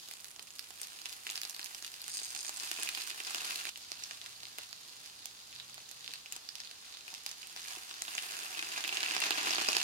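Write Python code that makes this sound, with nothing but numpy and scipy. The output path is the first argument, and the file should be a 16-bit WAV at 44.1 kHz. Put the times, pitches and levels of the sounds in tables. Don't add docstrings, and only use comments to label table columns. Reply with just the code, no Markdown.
import sys
import numpy as np
from scipy import signal
from scipy.fft import rfft, irfft, next_fast_len
from scipy.io import wavfile

SR = 44100
rng = np.random.default_rng(int(sys.argv[2]) if len(sys.argv) > 2 else 0)


def transcribe(u):
    v = np.clip(np.atleast_2d(u).T, -1, 1)
    q = np.round(v * 32767).astype(np.int16)
    wavfile.write(sys.argv[1], SR, q)


N = 433503

# (time [s], large wet bubbles [dB], medium bubbles [dB], finest fizz [dB])
SIZZLE_LEVELS = [(0, -64.5, -55, -60.5), (0.3, -67.5, -65, -62.5), (0.478, -72, -64, -65),
                 (0.651, -66, -61, -61.5), (0.95, -63.5, -58.5, -61), (1.6, -61, -60, -58),
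                 (2.0, -62.5, -57, -59.5), (2.55, -58.5, -55, -55.5), (2.8, -52.5, -47.5, -51.5),
                 (3.17, -56.5, -53.5, -56), (3.35, -51, -47.5, -52), (3.697, -55, -49, -52.5),
                 (3.701, -75, -61, -61.5), (3.84, -63, -56, -63), (4.051, -61.5, -56.5, -61.5),
                 (5.0, -65.5, -59, -64.5), (7.0, -64.5, -58, -65), (7.45, -61.5, -56, -62.5),
                 (7.8, -60.5, -57.5, -58.5), (8.01, -58, -52.5, -62), (8.025, -58, -53.5, -54.5),
                 (8.2, -53, -50.5, -52), (8.5, -51.5, -50, -53), (8.75, -50.5, -48, -53.5),
                 (9.28, -44, -43.5, -52), (9.83, -45.5, -42, -50)]
# (frequency [Hz], gain [dB])
FRYING_SPECTRUM = [(40, -59), (110, -26), (170, -18.5), (250, -15.5), (320, -12), (800, -4), (1300, -1),
                   (2200, -3), (4500, -5), (7000, -7), (10000, -7), (13000, -12), (16000, -18.5)]
# (centre [Hz], width [Hz], gain [dB])
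HEARTH_BANDS = [(323, 90, 2.5), (460, 69, 3), (534, 107, -13), (748, 90, 4), (846, 46, -1.5),
                (1270, 96, -3), (1600, 170, 0.5), (2210, 150, -2), (2700, 810, 2), (3270, 330, -1.5),
                (4950, 460, 2.5), (5580, 940, -1.5), (6800, 680, 2.5), (7850, 800, -0.5), (8600, 350, 2)]
# (frequency [Hz], left minus right [dB])
SIZZLE_BALANCE = [(60, 0), (150, -7), (380, 0.5), (950, -1), (2380, 0.5), (5980, -2), (15000, -11)]
# (frequency [Hz], width [Hz], gain [dB])
IRON_MODES = [(326, 24, -1), (1650, 39, -2), (2330, 22, -6), (2490, 28, -5), (2640, 50, -7.5),
              (2738, 55, -7), (2850, 30, -5.5), (4800, 67, -12), (4910, 64, -15)]
# (frequency [Hz], T60 [s])
ROOM_DECAY = [(150, 0.017), (1000, 0.16), (5000, 0.16), (15000, 0.043)]
# (frequency [Hz], gain [dB])
AIR_SPECTRUM = [(20, -19), (35, -4.5), (65, 1.5), (100, 1.5), (200, 0.5), (350, 0.5), (550, -0.5),
                (1200, 0), (3000, -16), (16000, -16.5)]
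# (frequency [Hz], coherence [0-1])
AIR_COHERENCE = [(30, 0.5), (120, 0.39), (300, 0.22), (700, 0), (2000, 0.41)]
# (time [s], level [dB], pitch [Hz], ringing [0-1], thud [dB], snap [dB], left minus right [dB])
LOUD_DROPS = [(0.0861, -33, 4500, 0, -24, -10, -1), (0.1113, -30.5, 2700, 0, -24, -11, -5.5),
              (0.1368, -32, 4940, 0, -31.5, -12, 1), (0.2066, -41, 6700, 1, -33, -5, 0),
              (0.244, -31, 5600, 0, -30, -10, -1), (0.3615, -33.5, 5910, 0.2, -26, -22, -1),
              (0.394, -29.5, 3830, 0.2, -23, -21, -2), (0.4263, -34, 9100, 1, -37, -16, -10),
              (0.505, -33, 7100, 0.4, -36, -20.5, -1), (0.5928, -24.5, 5000, 0.9, -31, -14.5, -5.5),
              (0.7052, -34, 6000, 0.04, -18.5, -14, -5), (0.815, -23.5, 8900, 1, -29, -11, -5),
              (0.832, -26.5, 5270, 1, -38, -15, -8), (1.016, -32, 5370, 1, -28, -14, -6),
              (1.0566, -23, 3920, 0, -32, -22, -4), (1.0638, -35, 4200, 0.1, -22, -18, 1),
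              (1.094, -31, 5220, 0.4, -38, -13, -6), (1.1219, -36, 4800, 0.2, -32, -13, -1),
              (1.1267, -28.5, 4530, 0.3, -43, -13.5, -1), (1.2672, -21.5, 2860, 0.5, -26, -22, -3),
              (1.3, -21.5, 5910, 0, -32, -19, 2), (1.31, -31, 6500, 0.2, -25, -8, -3),
              (1.3559, -23, 4770, 0.3, -33, -19, -2), (1.363, -31, 5200, 0.4, -35, -13, -3),
              (1.3762, -23, 4730, 0.2, -31, -22, -3), (1.4156, -24.5, 5150, 0.5, -40, -11, -7),
              (1.433, -24, 4070, 0.4, -36, -12, 1), (1.4507, -24, 4390, 0.4, -27, -26, -1),
              (1.4962, -29, 5730, 0.4, -32, -7.5, -8), (1.5077, -32, 5300, 0.3, -30, -12, -3),
              (1.5466, -28.5, 4460, 0.8, -31, -15, 1), (1.5637, -30, 4600, 0.1, -26, -14, -1),
              (1.5934, -25.5, 3500, 0, -21.5, -17, -1), (1.6438, -30, 6060, 0.5, -35, -9, -9),
              (1.659, -27.5, 4320, 0.1, -35, -14, -3), (1.747, -26.5, 5340, 0.5, -29, -16, -3),
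              (1.8244, -29.5, 6760, 0.2, -23.5, -16, -4), (1.8465, -25, 4610, 0, -36, -18, 0),
              (1.864, -30, 5910, 0.4, -29, -11, -2), (1.8775, -31, 3680, 0.2, -36, -16, 3),
              (1.9402, -29.5, 5090, 0.2, -29, -18, 0), (2.0167, -28.5, 4530, 1, -34, -10, -5),
              (2.0412, -29, 9500, 0, -29, -23, -1), (2.0801, -25, 9040, 0.7, -26, -16, -4),
              (2.0963, -31, 9040, 0, -38, -11, 1), (2.1543, -32, 8820, 0.9, -31, -19, -4),
              (2.1702, -27, 6700, 0.1, -29, -14, -5), (2.1894, -26, 4390, 0.5, -28, -25, 0),
              (2.2162, -30, 6700, 0, -23, -23, -6), (2.3188, -36, 5220, 0.8, -38, -18, 0),
              (2.3493, -25.5, 5350, 0, -28, -16, -5), (2.3624, -27, 1700, 0, -24, -21, -6),
              (2.3906, -26, 5250, 0.6, -35, -22, 4), (2.448, -26, 9270, 0, -27, -29, -1),
              (2.4802, -29, 6540, 0.5, -36, -20, -9), (2.4931, -23, 9040, 0.03, -23.5, -15, -3),
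              (2.5709, -26, 8300, 1, -29, -18, -7), (2.5986, -25, 5600, 0.8, -38, -34, 6),
              (2.633, -32.5, 9500, 0.8, -18, -15, -7), (2.7139, -20.5, 3680, 0, -25, -12, 0),
              (2.8319, -17.5, 9500, 0.9, -33, -17, -3), (2.8892, -18.5, 2810, 0, -34, -17, -2),
              (2.949, -23.5, 4390, 0.2, -38, -14, -6), (2.9738, -25, 2800, 0.5, -22, -23, -1),
              (3.018, -25.5, 4100, 0.1, -38, -17, -7), (3.0738, -28.5, 9550, 0.6, -26, -16, -10),
              (3.0985, -26.5, 9100, 0.4, -36, -16, -6), (3.1034, -25, 3460, 0, -33, -21, -6),
              (3.1126, -26.5, 1700, 0.1, -31, -25, -3), (3.2025, -23.5, 2630, 0.4, -25, -22, -6),
              (3.249, -27, 4820, 0.4, -50, -34, -7), (3.307, -25.5, 9500, 0.3, -27, -23, -7),
              (3.3462, -19, 3780, 0, -25, -17, 3), (3.449, -30, 9500, 0.7, -38, -14, -9),
              (3.5075, -22.5, 3180, 0.12, -36, -17, -4), (3.5572, -22, 4170, 0.6, -42, -16, 1),
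              (3.653, -24, 1720, 0.05, -25, -15, -4), (3.669, -29, 2400, 1, -21, -24, -8),
              (3.6908, -25.5, 4070, 0, -36, -21, -4), (3.758, -28.5, 3120, 0.2, -36, -34, -2),
              (3.7743, -33.5, 6370, 0.1, -23, -10, -3), (3.9174, -22.5, 4470, 0.5, -26.5, -21, -5),
              (4.037, -22.5, 5600, 0.9, -43, -24, -2), (4.11, -25, 2570, 0.06, -23.5, -36, -4),
              (4.2143, -29.5, 3900, 0.4, -30, -24, -2), (4.261, -30.5, 3590, 0.2, -25, -18, -4),
              (4.432, -29.5, 4450, 0.54, -24, -27, -2), (4.4684, -38, 5770, 0, -27, -18, -8),
              (4.584, -25, 3200, 0.04, -28, -12.5, -3), (4.7286, -28, 4500, 0.4, -27.5, -23, -5),
              (5.0597, -34.5, 4970, 0.05, -33, -16, -8), (5.2565, -26.5, 5700, 0.2, -29, -11, -6.5),
              (5.599, -28, 3940, 0.7, -39, -31, -3), (5.697, -35.5, 7220, 0.6, -26, -20, -5),
              (5.743, -35.0, 6600, 0, -36, -8.5, -8), (5.779, -33.5, 2020, 0.2, -18.5, -24, -4),
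              (5.8903, -36.5, 6370, 0.9, -38, -14, -8), (5.913, -36, 6370, 0.4, -23, -8, -8),
              (6.1363, -24.5, 4170, 0.4, -35, -18, -6), (6.2593, -29.5, 2770, 0.4, -29, -31, 3),
              (6.3232, -24.5, 6900, 0.6, -35, -10, -5.5), (6.3232, -29.5, 2750, 0.7, -34, -30, -5),
              (6.3635, -27.5, 7400, 0.2, -24, -14, -1), (6.4891, -24.5, 4500, 1, -35, -24, -6),
              (6.5539, -27, 5100, 0.6, -33, -19, -3), (6.602, -26.5, 5380, 0.5, -35, -29, 0),
              (6.6476, -34, 4280, 1, -31, -34, -10), (6.7121, -32, 4390, 0.2, -24, -19, -5),
              (6.9487, -36, 3870, 0.8, -25, -34, -8), (7.0798, -29, 2480, 0.9, -29, -17, -2),
              (7.1402, -28, 5500, 0.2, -27, -17, -2), (7.148, -28.5, 5480, 0.5, -35, -20, 1),
              (7.263, -21.5, 5070, 0.3, -27.5, -14.5, -3.5), (7.2907, -30, 5490, 1, -38, -14, -3),
              (7.3138, -28, 6100, 0.4, -28, -19, -4), (7.43, -31.5, 2870, 0.4, -31, -27, 1),
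              (7.4708, -35, 9500, 0.72, -38, -10, -5), (7.5623, -28, 5640, 0.6, -20, -21, -1),
              (7.573, -30, 3990, 0.2, -34, -32, 4), (7.911, -28, 3970, 0, -23, -27, 1),
              (8.02, -19.5, 6540, 0.1, -28.5, -18, -0.5), (8.0804, -25.5, 3710, 0.4, -21.5, -29, -2),
              (8.1514, -24.5, 6750, 0.7, -26, -22, -4), (8.18, -17.5, 2930, 0.45, -29.5, -36, 1),
              (8.592, -19.5, 2800, 0, -38, -37, -4), (8.6255, -21.5, 2420, 0.04, -31, -23, 0),
              (8.646, -28, 3100, 0, -38, -34, -2), (8.7773, -22.5, 1700, 0.3, -22, -41, -9),
              (8.8396, -20, 3300, 0.2, -32, -25, -3), (8.8475, -23, 2660, 0.28, -24, -34, -7),
              (8.878, -26, 3870, 0, -34, -8, -4), (8.8916, -20, 2710, 0.5, -25, -24, -1),
              (8.9255, -23, 2780, 0.9, -19, -36, -2), (8.9705, -19.5, 3470, 0, -41, -36, -7.5),
              (9.005, -21.5, 2790, 0, -38, -27, -2), (9.0303, -16, 2680, 0.4, -26, -33, -4),
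              (9.061, -19.5, 2800, 0.5, -34, -27, -1), (9.11, -19.5, 2300, 0.3, -36, -41, -3),
              (9.165, -18.5, 6600, 0.05, -17.5, -27, -3), (9.2027, -23, 9100, 0.94, -38, -13, -7),
              (9.2242, -23, 4000, 0.7, -13.5, -34, -3), (9.238, -16.5, 3580, 0.2, -36, -30, -1),
              (9.3066, -15.5, 4600, 0.2, -17.5, -16, -3.5), (9.4705, -19, 2410, 1, -15.5, -35, 0.5),
              (9.5066, -17.5, 5700, 0.8, -26, -36, -4), (9.5295, -24, 3500, 0.34, -40, -30, 7),
              (9.5566, -17, 4250, 0.9, -35, -34, -2), (9.5825, -20, 2410, 0, -15, -34, 0),
              (9.6166, -27.5, 4170, 0.9, -11, -30, -1), (9.645, -27, 2590, 0.1, -38, -32, 2),
              (9.68, -26, 4700, 0.5, -26, -26, -10), (9.6865, -12.5, 5400, 1, -18, -22, 0.5),
              (9.767, -11.5, 4100, 0.3, -25, -17, -2.5)]
# (time [s], level [dB])
UTENSIL_BUMPS = [(0.391, -46), (2.712, -43), (2.788, -38.5), (3.345, -43), (4.584, -38.5), (6.091, -45),
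                 (6.359, -47), (7.128, -43), (7.77, -42.5), (9.684, -29)]
# (time [s], level [dB])
SIMMER_LEVELS = [(0.7, -74), (1.45, -62), (1.9, -60), (3.8, -64), (4.4, -60), (5.398, -60.5), (6.9, -65),
                 (7.9, -70)]
# (start [s], length [s], lift [dB])
WATER_FLARES = [(0.831, .11, 2.5), (1.245, .26, 3), (3.983, .2, 2.5), (4.573, .08, 3.5), (5.028, .09, 2),
                (5.26, .07, 2.5), (6.05, .17, 1.5), (6.305, .09, 2), (7.057, .14, 2.5), (7.243, .1, 4),
                (7.557, .3, 4.5)]
# (start [s], length [s], level [dB], pitch [Hz])
SPIT_RUNS = [(1.302, .03, -31, 2800), (1.619, .03, -31.5, 4500), (2.828, .02, -22, 6440),
             (3.404, .02, -36, 2600), (4.402, .08, -40.5, 4300), (5.037, 0.037, -41, 4400),
             (5.536, 0.074, -36.5, 4040), (6.045, 0.056, -35, 3880), (6.106, 0.082, -36.5, 3930),
             (6.624, .06, -36, 4130), (6.92, .08, -38, 3880), (7.064, 0.1, -41, 5130),
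             (7.601, .17, -35, 6500), (9.316, .03, -24, 3500)]
# (time [s], level [dB])
CRUMB_LEVELS = [(2.05, -68), (2.11, -50.5), (2.2, -40), (2.3, -49.5), (2.42, -47.5), (2.8, -50), (3.3, -76)]
# (frequency [Hz], width [Hz], gain [dB])
BOWL_MODES = [(4750, 830, 0), (6530, 1100, -1.5), (8650, 1700, -0.5)]
# (time [s], level [dB])
ENGINE_LEVELS = [(3.6, -93), (3.75, -78), (5.3, -81), (5.65, -74), (6.199, -79), (6.45, -100)]

SMALL_DROP_HZ, SMALL_SPREAD_OCT = 4300, 0.3
LARGE_DROP_HZ, LARGE_SPREAD_OCT = 2620, 0.12
PULSE_SAMPLES = 512
FFT_SAMPLES = next_fast_len(N + PULSE_SAMPLES)
PULSE_HZ, FFT_HZ = np.fft.rfftfreq(PULSE_SAMPLES, 1 / SR), np.fft.rfftfreq(FFT_SAMPLES, 1 / SR)
TIME_S = np.arange(N) / SR


def amp(db):
    return 10 ** (np.asarray(db) / 20)


def unit_rms(x):
    return x / np.sqrt(np.mean(x ** 2) + 1e-20)


def at_hz(table, hz):
    knots_hz, values = np.transpose(table)
    return np.interp(np.log(hz + 1), np.log(knots_hz + 1), values)


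def envelope(table):
    return amp(np.interp(TIME_S, *np.transpose(table), left=-np.inf, right=-np.inf))


def wander(per_s):
    return np.interp(TIME_S * per_s, np.arange(1024), rng.standard_normal(1024))


def below(hz, edge_hz, order=6):
    return 1 / (1 + (hz / edge_hz) ** order)


def pan(left_db):
    return amp(np.vstack([left_db, -left_db]) / 2)


def add(mix, start_s, sound):
    part = mix[:, max(round(start_s * SR), 0):][:, :sound.shape[1]]
    part += sound[:, :part.shape[1]]


def causal(magnitude):
    cepstrum = irfft(np.log(np.maximum(magnitude, 1e-4)))
    half = len(cepstrum) // 2
    cepstrum[1:half] *= 2
    cepstrum[half + 1:] = 0
    return np.exp(rfft(cepstrum))


def resonances(bands, hz, scale=float):
    return sum(scale(db) / (1 + (2 * (hz - centre) / width) ** 2) for centre, width, db in bands)


def plate_colour(hz):
    return amp(at_hz(FRYING_SPECTRUM, hz) + resonances(HEARTH_BANDS, hz))


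def mic_paths(scatter=0.71, scatter_ms=1.0, echo=0.47, lag_ms=0.381, jitter_ms=0.073):
    time_ms = np.arange(PULSE_SAMPLES) / SR * 1000
    leaves = rng.standard_normal((2, PULSE_SAMPLES)) * np.exp(-time_ms / scatter_ms)
    leaves /= np.linalg.norm(leaves, axis=1, keepdims=True)
    scattered = rfft(leaves) * (1 - below(PULSE_HZ, 300, order=2))
    phase_per_ms = -2j * np.pi * PULSE_HZ / 1000
    hearth = echo * np.exp(phase_per_ms * rng.uniform(1.413, 5))
    delay_ms = np.array([[lag_ms + jitter_ms * rng.standard_normal()], [0]])
    return (1 + scatter * scattered + hearth) * np.exp(phase_per_ms * delay_ms)


def crackle(magnitudes, per_s, size_cap, clump=0.4):
    pulses = np.array([irfft(causal(magnitude) * mic_paths()) for magnitude in magnitudes])
    clumps = np.interp(np.arange(N), np.linspace(0, N, 400), rng.standard_normal(400))
    onsets = np.flatnonzero(rng.random(N) < per_s * np.exp(clump * clumps) / SR)
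    sizes = np.minimum(rng.exponential(1, N)[onsets], size_cap) * rng.choice([-1, 1], N)[onsets]
    bursts = sizes[:, None, None] * pulses[rng.integers(0, len(pulses), N)[onsets]]
    samples = (onsets[:, None] + np.arange(PULSE_SAMPLES)).ravel()
    return unit_rms(np.array([np.bincount(samples, bursts[:, ch].ravel(), N)[:N] for ch in range(2)]))


def bubble(pitch_hz, q, click):
    detune = (PULSE_HZ + 1) / pitch_hz - pitch_hz / (PULSE_HZ + 1)
    return click * (1 + below(PULSE_HZ, 3600, order=4)) + 1 / np.sqrt(1 + (q * detune) ** 2)


def hiss(lag_ms=0.376):
    common, separate = rfft(rng.standard_normal((2, FFT_SAMPLES)))
    coherence = 0.66 * below(FFT_HZ, 3200, order=2)
    left = common * np.exp(-2j * np.pi * FFT_HZ * lag_ms / 1000)
    right = coherence * common + np.sqrt(1 - coherence ** 2) * separate
    return irfft(np.array([left, right]), FFT_SAMPLES)[:, :N]


def sizzle(wet_db, medium_db, fine_db, hiss_gain=0.41, calm_db=-64, room_db=-10):
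    grain = amp(np.clip(0.41 * (fine_db - calm_db), 0, 7) - 11)
    bubbles = [bubble(hz, q=2.1, click=0.48) for hz in np.geomspace(900, 14000, 90)]
    bursts = crackle(bubbles, per_s=750, size_cap=4.64)
    fry = (grain * bursts + hiss_gain * hiss()) / np.hypot(grain, hiss_gain)
    fry += amp(room_db) * shifting_room(fry)
    spectra = rfft(fry, FFT_SAMPLES) * plate_colour(FFT_HZ) * pan(at_hz(SIZZLE_BALANCE, FFT_HZ))
    deep, low, high = below(FFT_HZ, 670), below(FFT_HZ, 3070, 12), 1 - below(FFT_HZ, 7170, 12)
    shares = deep, low - deep, 1 - low - high, high
    thuds, body, middle, top = (irfft(spectra * share, FFT_SAMPLES)[:, :N] for share in shares)
    body = body + thuds * amp(0.36 * (wet_db - wet_db.mean()))
    bands = (body, wet_db - 0.5), (middle, medium_db + 1), (top, fine_db + 0.55)
    return sum(amp(db) * band / band.mean(0).std() for band, db in bands)


def room(x, onset_s=0.01):
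    hz, t, noise = signal.stft(rng.standard_normal((2, SR // 3)), SR, nperseg=256)
    decay = amp(-60 * t / at_hz(ROOM_DECAY, hz)[:, None])
    _, tail = signal.istft(noise * decay, SR, nperseg=256)
    tail *= np.minimum(np.arange(tail.shape[1]) / SR / onset_s, 1)
    return signal.oaconvolve(x, tail / np.linalg.norm(tail[0]), axes=1)[:, :N]


def shifting_room(x, cycle_hz=3.1):
    angle = np.pi * cycle_hz * TIME_S
    return sum(room(x * np.cos(angle + offset)) for offset in (0, np.pi / 2))


def air(level_db=-66):
    left, separate = rfft(rng.standard_normal((2, FFT_SAMPLES)))
    coherence = at_hz(AIR_COHERENCE, FFT_HZ)
    right = coherence * left + np.sqrt(1 - coherence ** 2) * separate
    spectra = np.array([left, right]) * amp(at_hz(AIR_SPECTRUM, FFT_HZ))
    return amp(level_db) * unit_rms(irfft(spectra, FFT_SAMPLES)[:, :N]) * pan(-0.56)


def oil_ticks(fine_db, fade_s=2.2):
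    colour = plate_colour(PULSE_HZ) * (1 - below(PULSE_HZ, 1900, order=2))
    bubbles = [colour * bubble(hz, q=1.7, click=0.25) for hz in np.geomspace(2800, 13000, 40)]
    ticks = crackle(bubbles, per_s=82, size_cap=2.4, clump=0.42)
    fade = 1 / (1 + (TIME_S / fade_s) ** 4)
    return ticks * amp(fine_db + 3) * fade * pan(-4)


def iron_ring(x, wet_db, dry_db=-61, soaked_db=-51, spot_db=8, spots_per_s=40):
    drive = x * np.interp(wet_db, [dry_db, soaked_db], [0.2, 1])
    out = np.zeros((2, N))
    for hz, width_hz, db in IRON_MODES:
        mode = signal.iirpeak(hz, hz / width_hz, fs=SR)
        out += signal.lfilter(*mode, drive * amp(db + spot_db * wander(spots_per_s)))
    return out


def pop_pulse(spectra, energy_s=0.0003):
    pulse = irfft(spectra)
    return pulse * np.sqrt(energy_s * SR / (pulse ** 2).mean(0).sum())


def drop_burst(pitch_hz, ringing, thud_db, snap_db):
    colour = plate_colour(PULSE_HZ)
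    paths = mic_paths(scatter=0.75, scatter_ms=0.67, echo=0.38)
    low, high = below(PULSE_HZ, 1360, order=3), 1 - below(PULSE_HZ, 9000, order=5)
    cutoff_hz = min(0.32 * pitch_hz, 1800)
    band = (1 - low) * (1 - below(PULSE_HZ, cutoff_hz, order=3)) * below(PULSE_HZ, 8660)
    q, click = np.interp(ringing, [0, 1], [0.9, 10.7]), np.interp(ringing, [0, 1], [0.28, 0.033])
    ring = pop_pulse(paths * causal(colour * bubble(pitch_hz, q, click) * band))
    thud = pop_pulse(paths * causal(colour * low))
    spray = mic_paths(scatter=1.2, scatter_ms=1.5)
    snap = pop_pulse(spray * causal(colour * high))
    return ring + amp(thud_db + 13) * thud + amp(snap_db + 8) * snap


def stray_pops(wet_db, medium_db, fine_db, base_per_s=20, half_large_db=-54, span_db=5):
    out = np.zeros((2, N))
    due = np.cumsum(base_per_s * np.exp(0.09 * (fine_db - fine_db.mean()))) / SR
    draws = rng.standard_normal((int(due[-1]), 6))
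    onsets = np.minimum(np.searchsorted(due, np.arange(len(draws)) + draws[:, 0]), N - 1)
    for at, (kind, detune, softness, push, side) in zip(onsets, draws[:, 1:]):
        if kind < (wet_db[at] - half_large_db) / span_db:
            hz, ringing = LARGE_DROP_HZ * 2 ** (LARGE_SPREAD_OCT * detune), 0.87
        else:
            hz, ringing = SMALL_DROP_HZ * 2 ** (SMALL_SPREAD_OCT * detune), 0.24
        drop = drop_burst(hz, ringing, thud_db=-33 + 4 * push, snap_db=-15 + fine_db[at] - medium_db[at])
        add(out, at / SR, amp(medium_db[at] + 14.5 - 2 * softness) * drop * pan(-3 + 3 * side))
    return out


def loud_pops(spit_chance=0.55, spit_db=-11, spit_gap_s=0.0055):
    out = np.zeros((2, N))
    draws = rng.random((len(LOUD_DROPS), 3))
    for (s, db, hz, ringing, thud_db, snap_db, pan_db), (roll, late, detune) in zip(LOUD_DROPS, draws):
        gain = amp(db - 1) * pan(pan_db)
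        add(out, s + 0.0005, gain * drop_burst(hz, ringing, thud_db, snap_db))
        if roll < spit_chance:
            spit = drop_burst(hz * 2 ** (detune - 0.5), ringing, thud_db, snap_db)
            add(out, s + spit_gap_s * (0.5 + late), gain * amp(spit_db) * spit)
    return out


def utensil_bumps(decay_s=0.0072):
    out, t = np.zeros((2, N)), np.arange(4 * PULSE_SAMPLES) / SR
    hz = np.fft.rfftfreq(len(t), 1 / SR)
    body = causal(plate_colour(hz) * below(hz, 570, order=2) * (1 - below(hz, 133, order=3)))
    for start_s, db in UTENSIL_BUMPS:
        blow = rng.standard_normal(len(t)) + 0.054 * rng.standard_normal((2, len(t)))
        knock = irfft(rfft(blow * np.exp(-t / decay_s)) * body)
        peak = abs(signal.hilbert(knock.mean(0))).max()
        add(out, start_s, amp(db - 3) * knock / peak)
    return out


def simmer(pitch_hz=4300, spread_oct=0.1, surge_db=3, surges_per_s=11):
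    pitches_hz = pitch_hz * 2 ** (spread_oct * rng.standard_normal(40))
    fizz = crackle([bubble(hz, q=4.8, click=0.01) ** 2 for hz in pitches_hz], per_s=420, size_cap=1.7)
    surges = amp(surge_db * wander(surges_per_s))
    return unit_rms(fizz * surges) * envelope(SIMMER_LEVELS) * pan(-3)


def flares_db(rise_share=0.38):
    return sum(db * np.sqrt(np.interp(TIME_S - start_s, [0, rise_share * length_s, length_s], [0, 1, 0]))
               for start_s, length_s, db in WATER_FLARES)


def sputters(spits_per_s=62, spread_oct=0.06, spread_db=3):
    out = np.zeros((2, N))
    for start_s, length_s, db, hz in SPIT_RUNS:
        draws = rng.standard_normal((32, 3))[:round(length_s * spits_per_s)]
        for k, (late, detune, size) in enumerate(draws):
            spit = drop_burst(hz * 2 ** (spread_oct * detune), ringing=0.48, thud_db=-36, snap_db=-30)
            add(out, start_s + (k + 0.3 * late) / spits_per_s, amp(db + spread_db * size) * spit * pan(-3))
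    return out


def crumbs():
    bowl = resonances(BOWL_MODES, PULSE_HZ, scale=amp) + 0.014
    return crackle([bowl] * 32, per_s=250, size_cap=3.4) * envelope(CRUMB_LEVELS) * pan(-2)


def sauce_spatter(wet_db):
    pitches_hz = LARGE_DROP_HZ * 2 ** (LARGE_SPREAD_OCT * rng.standard_normal(48))
    drops = [bubble(hz, q=16, click=0.0075) * below(PULSE_HZ, 6700) for hz in pitches_hz]
    level_db = wet_db - 6 + 0.43 * (wet_db - wet_db.max())
    return crackle(drops, per_s=70, size_cap=1.2, clump=0.51) * amp(level_db) * pan(-1)


def engine(start_hz=102.7, climb_hz_per_s=12.1, fifth_db=-6.5, waver=0.28):
    knots_s, start_s = np.linspace(0, TIME_S[-1], 160), ENGINE_LEVELS[0][0]
    sway = [1 + waver * np.interp(TIME_S, knots_s, knots) for knots in rng.standard_normal((2, 160))]
    phase = 2 * np.pi * np.cumsum(start_hz + climb_hz_per_s * (TIME_S - start_s)) / SR
    tones = sway[0] * np.sin(phase) + amp(fifth_db) * sway[1] * np.sin(1.5 * phase)
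    return np.sqrt(2) * tones * envelope(ENGINE_LEVELS)


def scene():
    knots_s, *courses_db = np.transpose(SIZZLE_LEVELS)
    levels_db = np.array([np.interp(TIME_S, knots_s, course) for course in courses_db]) + flares_db()
    wet_db, _, fine_db = levels_db
    rustle = crumbs()
    bed = sizzle(*levels_db) + simmer()
    hits = loud_pops() + utensil_bumps() + stray_pops(*levels_db) + sputters()
    hits += sauce_spatter(wet_db) + oil_ticks(fine_db)
    ring = iron_ring(amp(-7) * bed + hits, wet_db)
    echoes = shifting_room(amp(-10) * rustle + amp(-12) * hits)
    return bed + rustle + hits + ring + echoes + air() + engine()


def record(dry):
    lowpass = signal.firwin(511, 15900, window=("kaiser", 9), fs=SR)
    return signal.oaconvolve(dry, lowpass[None], "same")


dry = scene()
out = record(dry)
transcribe(out)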